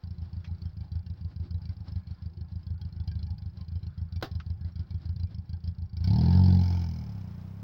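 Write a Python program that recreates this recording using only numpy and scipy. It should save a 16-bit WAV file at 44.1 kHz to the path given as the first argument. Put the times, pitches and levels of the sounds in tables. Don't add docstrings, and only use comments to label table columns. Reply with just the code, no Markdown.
import sys
import numpy as np
from scipy import signal
from scipy.fft import rfft, irfft, next_fast_len
from scipy.io import wavfile
from scipy.ndimage import map_coordinates

SR = 44100
rng = np.random.default_rng(int(sys.argv[2]) if len(sys.argv) > 2 else 0)


def unload_audio(sound):
    columns = np.transpose(np.atleast_2d(sound))
    steps = np.round(np.clip(columns, -1, 1) * 32767)
    wavfile.write(sys.argv[1], SR, steps.astype(np.int16))


N = 336483

# t/s of hard firing, thump/dB, ping/dB, firings/count
IDLE_LOPES = [(.035, -30.5, -53, 1), (.106, -29.5, -58.5, 2), (.217, -24.5, -58.5, 2),
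              (.365, -25.5, -58.5, 2), (.509, -26, -57.5, 2), (.653, -25, -55, 2), (.805, -26, -55.5, 2),
              (.953, -22, -52.5, 2), (1.098, -26.5, -55, 2), (1.245, -25, -57.5, 2),
              (1.397, -23.5, -58.5, 2), (1.542, -22, -55, 2), (1.689, -26, -56, 3), (1.803, -29, -60, 2),
              (1.956, -22, -54.5, 3), (2.107, -27, -57, 2), (2.257, -26.5, -53, 2), (2.408, -27, -56, 2),
              (2.555, -25.5, -57, 2), (2.702, -23, -55, 2), (2.849, -25.5, -52.5, 2), (2.998, -23, -53, 3),
              (3.074, -21.5, -51.5, 1), (3.152, -22, -52.5, 2), (3.227, -25, -53.5, 2),
              (3.303, -23, -54, 2), (3.457, -25, -56, 3), (3.608, -28.5, -54, 2), (3.753, -23, -55.5, 3),
              (3.865, -26, -52.5, 2), (4.013, -22.5, -57.5, 2), (4.158, -23, -48, 2), (4.350, -22, -51, 2),
              (4.499, -22, -58, 2), (4.645, -23, -60, 2), (4.792, -23.5, -52, 2), (4.942, -23, -54, 2),
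              (5.090, -21.5, -51.5, 2), (5.231, -21.5, -53.5, 3), (5.381, -26, -58, 2),
              (5.529, -24.5, -56, 2), (5.674, -21.5, -52.5, 2), (5.818, -23.5, -58, 2),
              (6.004, -19.5, -51, 3)]
# t/s, rate/Hz
FIRING_RATE_HZ = [(6.03, 28.6), (6.14, 37.4), (6.214, 40.6), (6.382, 46.4), (6.773, 43.85), (7.011, 38.9),
                  (7.314, 28), (7.63, 35.4)]
# f/Hz, level/dB
MUFFLER_RESPONSE = [(15, -49.5), (28, -35), (40, -25), (52, -8), (70, -5), (84, 3.5), (95, 3.5), (110, -8),
                    (130, -14), (172, -11.5), (195, -17.5), (225, -36), (400, -50), (1200, -96)]
# f/Hz, level/dB, t60/s
SHELL_MODES = [(1530, -12, .1), (1656, -21, 0.15), (1995, -22.5, 0.15), (2337, -14.5, 0.099),
               (2790, -18.5, .07), (3170, -15.5, 0.1), (3470, -12, 0.062), (4140, 1, 0.043),
               (4300, -8, 0.019), (4657, 4, 0.034), (4800, -0.5, 0.055), (5060, -3.5, 0.02),
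               (5225, -1.5, 0.044), (5284, -10.5, 0.066)]
# f/Hz, level/dB, t60/s
PIPE_MODES = [(241, -2, 0.2), (327, 1, 0.057), (462, -4.5, 0.14), (699, 2.5, 0.04), (819, -1.5, 0.049),
              (892, -4, 0.073)]
# f/Hz, level/dB, t60/s
DRIVE_MODES = [(131, 2.5, 0.14), (321, 4.5, 0.075), (392.5, -1, 0.16), (687, -1.5, 0.11), (775, -5, 0.2),
               (1107, -13, 0.21), (1460, -2.5, 0.084), (1800, -12, .18)]
# f/Hz, damping width/Hz, level/dB
MURMUR_BANDS = [(352, 45, 0), (485, 41, -9), (815, 140, -1.5), (1050, 26, -9), (1400, 380, -6),
                (1690, 57, -14), (2240, 320, -19.5)]

# f/Hz, level/dB
CRACK_SPECTRUM = [(900, -24.5), (1550, -10.5), (1900, -17), (2300, -10.5), (2650, -13), (3100, -5),
                  (3800, -7), (4300, 4), (5200, -2), (6200, -20), (8000, -41.5), (13500, -31.5),
                  (15200, -15.5)]
RASP_SPECTRUM = [(150, -13.5), (320, 1), (440, -2), (540, -15), (700, -4), (880, -0.5), (1030, -15.5),
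                 (1250, -28.5), (1550, -15.5), (2300, -24.5), (8000, -64.5)]
REAR_TICK_SPECTRUM = [(1200, -15.5), (1950, -18.5), (2280, 0.5), (2650, -20), (3050, -6), (3500, -24),
                      (4150, -9.5), (4550, -18.5), (5050, 2.5), (5600, -7), (6500, -16.5), (8300, -45),
                      (13500, -30.5), (15200, -15.5)]
GEARBOX_SPECTRUM = [(100, -2.5), (300, 0), (540, -3.5), (780, -2.5), (1150, -9.5), (1450, -6), (2400, -17),
                    (3500, -11.5), (4900, -12), (6400, -27.5), (8000, -41), (12600, -38), (15500, -24.5)]
MURMUR_SPECTRUM = [(150, -32.5), (250, 1.5), (353, -6.5), (410, -17), (537, -13.5), (817, -13),
                   (1150, -18.5), (1530, -18.5), (2550, -26.5), (3770, -23), (4130, -21.5), (4720, -21),
                   (5410, -25), (6090, -43.5), (9000, -51), (11700, -78), (19800, -120)]
AIR_SPECTRUM = [(20, 14.5), (200, 4), (500, -1.5), (900, -3), (1400, -9), (5500, -24), (8000, -33),
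                (13500, -34.5), (15300, -19)]
DRONE_SPECTRUM = [(25, -11.5), (55, -5), (100, 8.5), (135, 1), (185, -0.5), (230, -21.5), (400, -68)]
JET_SPECTRUM = [(8, 7), (25, -5.5), (60, -13), (200, -31), (500, -71)]
CLICK_SPECTRUM = [(300, -2), (1500, 7), (3000, 6.5), (5500, 1), (8000, -33), (15000, -30.5)]

# full level/dB, at first firing/dB, once eased/dB, per distance doubling/dB
BOOM_LOAD_DB = (-18.5, -5.5, -1, -9)
BARK_LOAD_DB = (-23.5, -17, -10.5, -4)
RASP_LOAD_DB = (-43.5, -24.5, -3, -10.5)
TICK_LOAD_DB = (-51.5, 0.5, 1.5, -11)
# t/s, distance/m
DISTANCE_M = [(6.5, 1.527), (6.78, 2.07), (7.0, 3.33), (7.6, 8.85)]
# t/s, turn/quarter-turn
TURN_QUARTERS = [(6.45, 0.028), (6.8, 0.76)]
# t/s, crack/dB, ring/dB, ring f/Hz
LEVER_CLICKS = [(0.4428, -52, -55, 2420), (0.459, -62.5, -67, 2100), (4.399, -50.5, -49.5, 1340)]
# t/s, level/dB
MURMUR_LEVEL_DB = [(0, 1), (5.9, -0.5), (6.3, 14), (7.0, 2.5), (7.6, -5)]
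# t/s, level/dB
AIR_LEVEL_DB = [(0, -67.5), (5.9, -70), (6.5, -62), (7.0, -58), (7.6, -58)]

IDLE_GAP_S = 0.037
BUILD_DB, AFTER_DB = 5, -19
FEEBLE_DB, FEEBLE_PING_DB = -50, -66.5
LEAD_PING_DB = 1
GO_S, SWELL_S = 6.04, 0.034
EASE_S, EASE_OVER_S = 6.59, 0.053
HOT_GAS = 1.057
GEAR_S = 4.2245
TOP_HZ = 15870


def idle():
    s, thump_db, ping_db = idle_firings()
    sizes = amp(thump_db)
    firings = pulses(s, sizes)

    leak = amp(-19.5) * pulses(s - 0.0105, sizes)
    boom = deep_part(ring(firings + leak, muffler()))
    evened_sizes = amp(-25) * np.tanh(amp(thump_db + 30.5))
    evened = ring(pulses(s, evened_sizes), muffler())
    thumps = amp(-1) * (boom + evened - deep_part(evened))

    drone_envelope = ring(firings, burst(delay_s=0.0051, rise_s=0.016, t60_s=0.56))
    drone = amp(-26) * drone_envelope * noise(DRONE_SPECTRUM)

    pings = amp(3.5) * strikes(s + 0.0017, amp(ping_db), SHELL_MODES,
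                               scatter_db=6.5, phase_scatter_rad=np.pi, detune=0.025)
    crack_envelope = ring(pulses(s, amp(ping_db)), burst(delay_s=0, rise_s=0.0028, t60_s=0.018))
    crack = amp(-6) * crack_envelope * noise(CRACK_SPECTRUM)

    puff_envelope = ring(firings, burst(delay_s=0.001, rise_s=0.0032, t60_s=0.058))
    puffs = amp(-39) * puff_envelope * noise(RASP_SPECTRUM)
    return thumps + drone + pings + crack + puffs


def idle_firings():
    hard_s, hard_db, hard_ping_db, firings = np.transpose(IDLE_LOPES)
    hard = np.append(0, np.cumsum(np.round(np.diff(hard_s) / IDLE_GAP_S)))
    beat = np.arange(hard[-1] + 1)
    chance = rng.standard_normal((len(beat), 3))
    lope = np.searchsorted(hard, beat)
    to_go = hard[lope] - beat
    in_lope = to_go < np.round(firings[lope])

    after_hard = np.isin(beat - 1, hard)
    lull_db = np.where(after_hard, hard_db[lope - 1] + AFTER_DB, FEEBLE_DB) + 3.4 * chance[:, 0]
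    lope_db = hard_db[lope] - BUILD_DB * to_go + 0.42 * chance[:, 2]
    thump_db = np.where(in_lope, lope_db, lull_db)
    lope_ping_db = hard_ping_db[lope] + LEAD_PING_DB * (to_go > 0)
    ping_db = np.where(in_lope, lope_ping_db, FEEBLE_PING_DB) + 2.3 * chance[:, 1]
    return np.interp(beat, hard, hard_s), thump_db, ping_db


def ride():
    boom_db, bark_db = under_load(*BOOM_LOAD_DB), under_load(*BARK_LOAD_DB)
    rasp_db, tick_db = under_load(*RASP_LOAD_DB), under_load(*TICK_LOAD_DB)
    t = np.arange(N) / SR
    s = ride_firings()
    chance = rng.standard_normal((len(s), 3))
    s = s + 0.00006 * chance[:, 0]

    cylinder = (-1) ** np.arange(len(s))
    firing_sizes = amp(0.65 * chance[:, 1] + 0.22 * cylinder)
    exhaust = ring(pulses(s, firing_sizes), muffler(HOT_GAS))
    boom = deep_part(exhaust)
    body = amp(boom_db) * boom + amp(bark_db) * levelled(exhaust - boom)
    jet = amp(boom_db - 25.5) * (t > GO_S) * noise(JET_SPECTRUM)

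    shock_sizes = amp(2 * chance[:, 2])
    shocks = pulses(s, shock_sizes)
    pipe_strikes = strikes(s + 0.00094, amp(chance[:, 1]), PIPE_MODES,
                           scatter_db=4.5, phase_scatter_rad=0.62, detune=0.0036)
    pipe = levelled(chambers(pipe_strikes))
    gas_envelope = levelled(ring(shocks, burst(delay_s=0.00084, rise_s=0.0033, t60_s=0.1)))
    gas = gas_envelope * noise(RASP_SPECTRUM)
    rasp = amp(rasp_db) * (amp(2) * pipe + amp(-7.5) * gas)

    steel = levelled(strikes(s + 0.001022, shock_sizes, SHELL_MODES,
                             scatter_db=10.5, phase_scatter_rad=np.pi, detune=0.027))
    spit = levelled(ring(shocks, burst(delay_s=0.00059, rise_s=0.0011, t60_s=0.065)))
    side_on = amp(-2) * steel + amp(-2.5) * spit * noise(CRACK_SPECTRUM)
    from_behind = spit * noise(REAR_TICK_SPECTRUM)
    turn_rad = np.pi / 2 * curves(TURN_QUARTERS)[0]
    ticks = amp(tick_db) * (np.cos(turn_rad) * side_on + np.sin(turn_rad) * from_behind)
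    return body + jet + ticks + rasp


def ride_firings():
    t = np.arange(N) / SR
    rate_hz, = curves(FIRING_RATE_HZ)
    count = np.cumsum(rate_hz) / SR
    count -= np.interp(GO_S, t, count)
    return np.interp(np.arange(int(count[-1]) + 1), count, t)


def under_load(full_db, first_db, eased_db, doubling_db):
    t = np.arange(N) / SR
    opening = np.exp(-np.maximum(t - GO_S, 0) / SWELL_S)
    eased = np.clip((t - EASE_S) / EASE_OVER_S, 0, 1)
    metres, = curves(DISTANCE_M)
    doublings = np.log2(metres / metres[0])
    return full_db + first_db * opening + eased_db * eased + doubling_db * doublings


def muffler(heat=1, size=16384):
    hz = np.fft.rfftfreq(size, 1 / SR)
    cepstrum = irfft(np.log(amp(along(MUFFLER_RESPONSE, hz / heat))))
    cepstrum[1:size // 2] *= 2
    cepstrum[size // 2 + 1:] = 0
    thump = -irfft(np.exp(rfft(cepstrum)))
    return thump / thump.max()


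def deep_part(x):
    return filtered(x, lambda hz: 1 / (1 + (hz / 112) ** 12))


def chambers(x, notch_hz=548, leak=0.1):
    return filtered(x, lambda hz: leak + np.sin(np.pi * hz / notch_hz) ** 2)


def gearbox():
    blow = pulses(np.array([GEAR_S]), [1.])
    early = pulses(np.array([GEAR_S - 0.012]), [1.])
    tick = amp(-49.5) * ring(early, burst(delay_s=0, rise_s=0.00069, t60_s=0.012))
    slam = amp(-29) * ring(blow, burst(delay_s=0, rise_s=0.0011, t60_s=0.065))
    rattle = amp(-44) * ring(blow, burst(delay_s=0.014, rise_s=0.0049, t60_s=0.14))
    knock = strikes([GEAR_S + 0.0011], [amp(-27.5)], DRIVE_MODES,
                    scatter_db=1.5, phase_scatter_rad=0.79, detune=0.0034)
    return (tick + slam + rattle) * noise(GEARBOX_SPECTRUM) + knock


def clicks():
    out = np.zeros(N)
    crack = noise(CLICK_SPECTRUM)
    for s, crack_db, ring_db, ring_hz in LEVER_CLICKS:
        band = filtered(rng.standard_normal(N), lambda f: 1 / (1 + ((f - ring_hz) / 170) ** 2))
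        envelope = ring(pulses(np.array([s]), [1.]), burst(delay_s=0, rise_s=0.0019, t60_s=0.065))
        out += envelope * (amp(ring_db) * unit(band) + amp(crack_db) * crack)
    return out


def murmur():
    level_db, = curves(MURMUR_LEVEL_DB)
    bands = np.zeros(N)
    for centre_hz, width_hz, db in MURMUR_BANDS:
        def resonance(f):
            damping = (f * width_hz) ** 2
            return damping / ((centre_hz ** 2 - f ** 2) ** 2 + damping)
        band = filtered(rng.standard_normal(N), resonance)
        bands += amp(db) * unit(amp(6 * wobble(18)) * band)
    rustle = amp(-71 + 4.9 * wobble(25)) * noise(MURMUR_SPECTRUM)
    return amp(level_db) * (amp(-74.5) * bands + rustle)


def field():
    level_db, = curves(AIR_LEVEL_DB)
    return amp(level_db + 0.8 * wobble(4.4)) * noise(AIR_SPECTRUM)


def strikes(times_s, sizes, modes, scatter_db, phase_scatter_rad, detune, count=4000):
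    hz, db, t60_s = np.transpose(modes)
    t = np.arange(count) / SR
    fades = np.exp(-np.log(1000) * t / t60_s[:, None]) * (1 - np.exp(-(t / 0.0016) ** 2))
    chance = rng.standard_normal((len(times_s), 3, len(hz)))
    gains = amp(db + scatter_db * chance[:, 0])
    gains *= (np.asarray(sizes) / np.linalg.norm(gains, axis=1))[:, None]
    blow_hz = hz * (1 + detune * chance[:, 2])
    phases = 2 * np.pi * blow_hz[..., None] * t + phase_scatter_rad * chance[:, 1, :, None]
    blows = np.einsum("bm,mt,bmt->bt", gains, fades, np.sin(phases.astype(np.float32)))
    where = np.round(np.asarray(times_s) * SR).astype(int)[:, None] + np.arange(count)
    return np.bincount(where.ravel(), blows.ravel(), N)[:N]


def burst(delay_s, rise_s, t60_s):
    t = np.maximum(np.arange(SR // 3) / SR - delay_s, 0)
    shape = (1 - np.exp(-(t / rise_s) ** 2)) * np.exp(-np.log(1000) * t / t60_s)
    return shape / shape.max()


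def pulses(times_s, sizes):
    return np.bincount(np.clip(np.round(times_s * SR).astype(int), 0, N), sizes, N + 1)[:N]


def ring(x, answer):
    return signal.fftconvolve(x, answer)[:N]


def levelled(x):
    window = np.hanning(SR // 8)
    power = np.abs(signal.fftconvolve(x ** 2, window / window.sum(), "same"))
    return x / np.sqrt(power + power.max() / 1000)


def noise(spectrum):
    return unit(filtered(rng.standard_normal(N), lambda hz: amp(along(spectrum, hz))))


def wobble(rate_hz):
    knots = rng.standard_normal(int(N * rate_hz / SR) + 4)
    return map_coordinates(knots, [np.arange(N) * rate_hz / SR])


def filtered(x, response):
    m = next_fast_len(N + SR // 2)
    return irfft(rfft(x, m) * response(np.fft.rfftfreq(m, 1 / SR)), m)[:N]


def curves(rows):
    s, *cols = np.transpose(rows)
    return [np.interp(np.arange(N) / SR, s, c) for c in cols]


def along(points, hz):
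    f, v = np.transpose(points)
    return np.interp(np.log(hz + 1), np.log(f + 1), v)


def amp(db):
    return 10 ** (np.asarray(db) / 20)


def unit(x):
    return x / np.sqrt(np.mean(x ** 2) + 1e-20)


def scene():
    return (idle() + ride() + gearbox() + clicks() + murmur() + field())[None]


def record(dry):
    return filtered(dry[0], lambda hz: hz < TOP_HZ)[None]


dry = scene()
out = record(dry)
unload_audio(out)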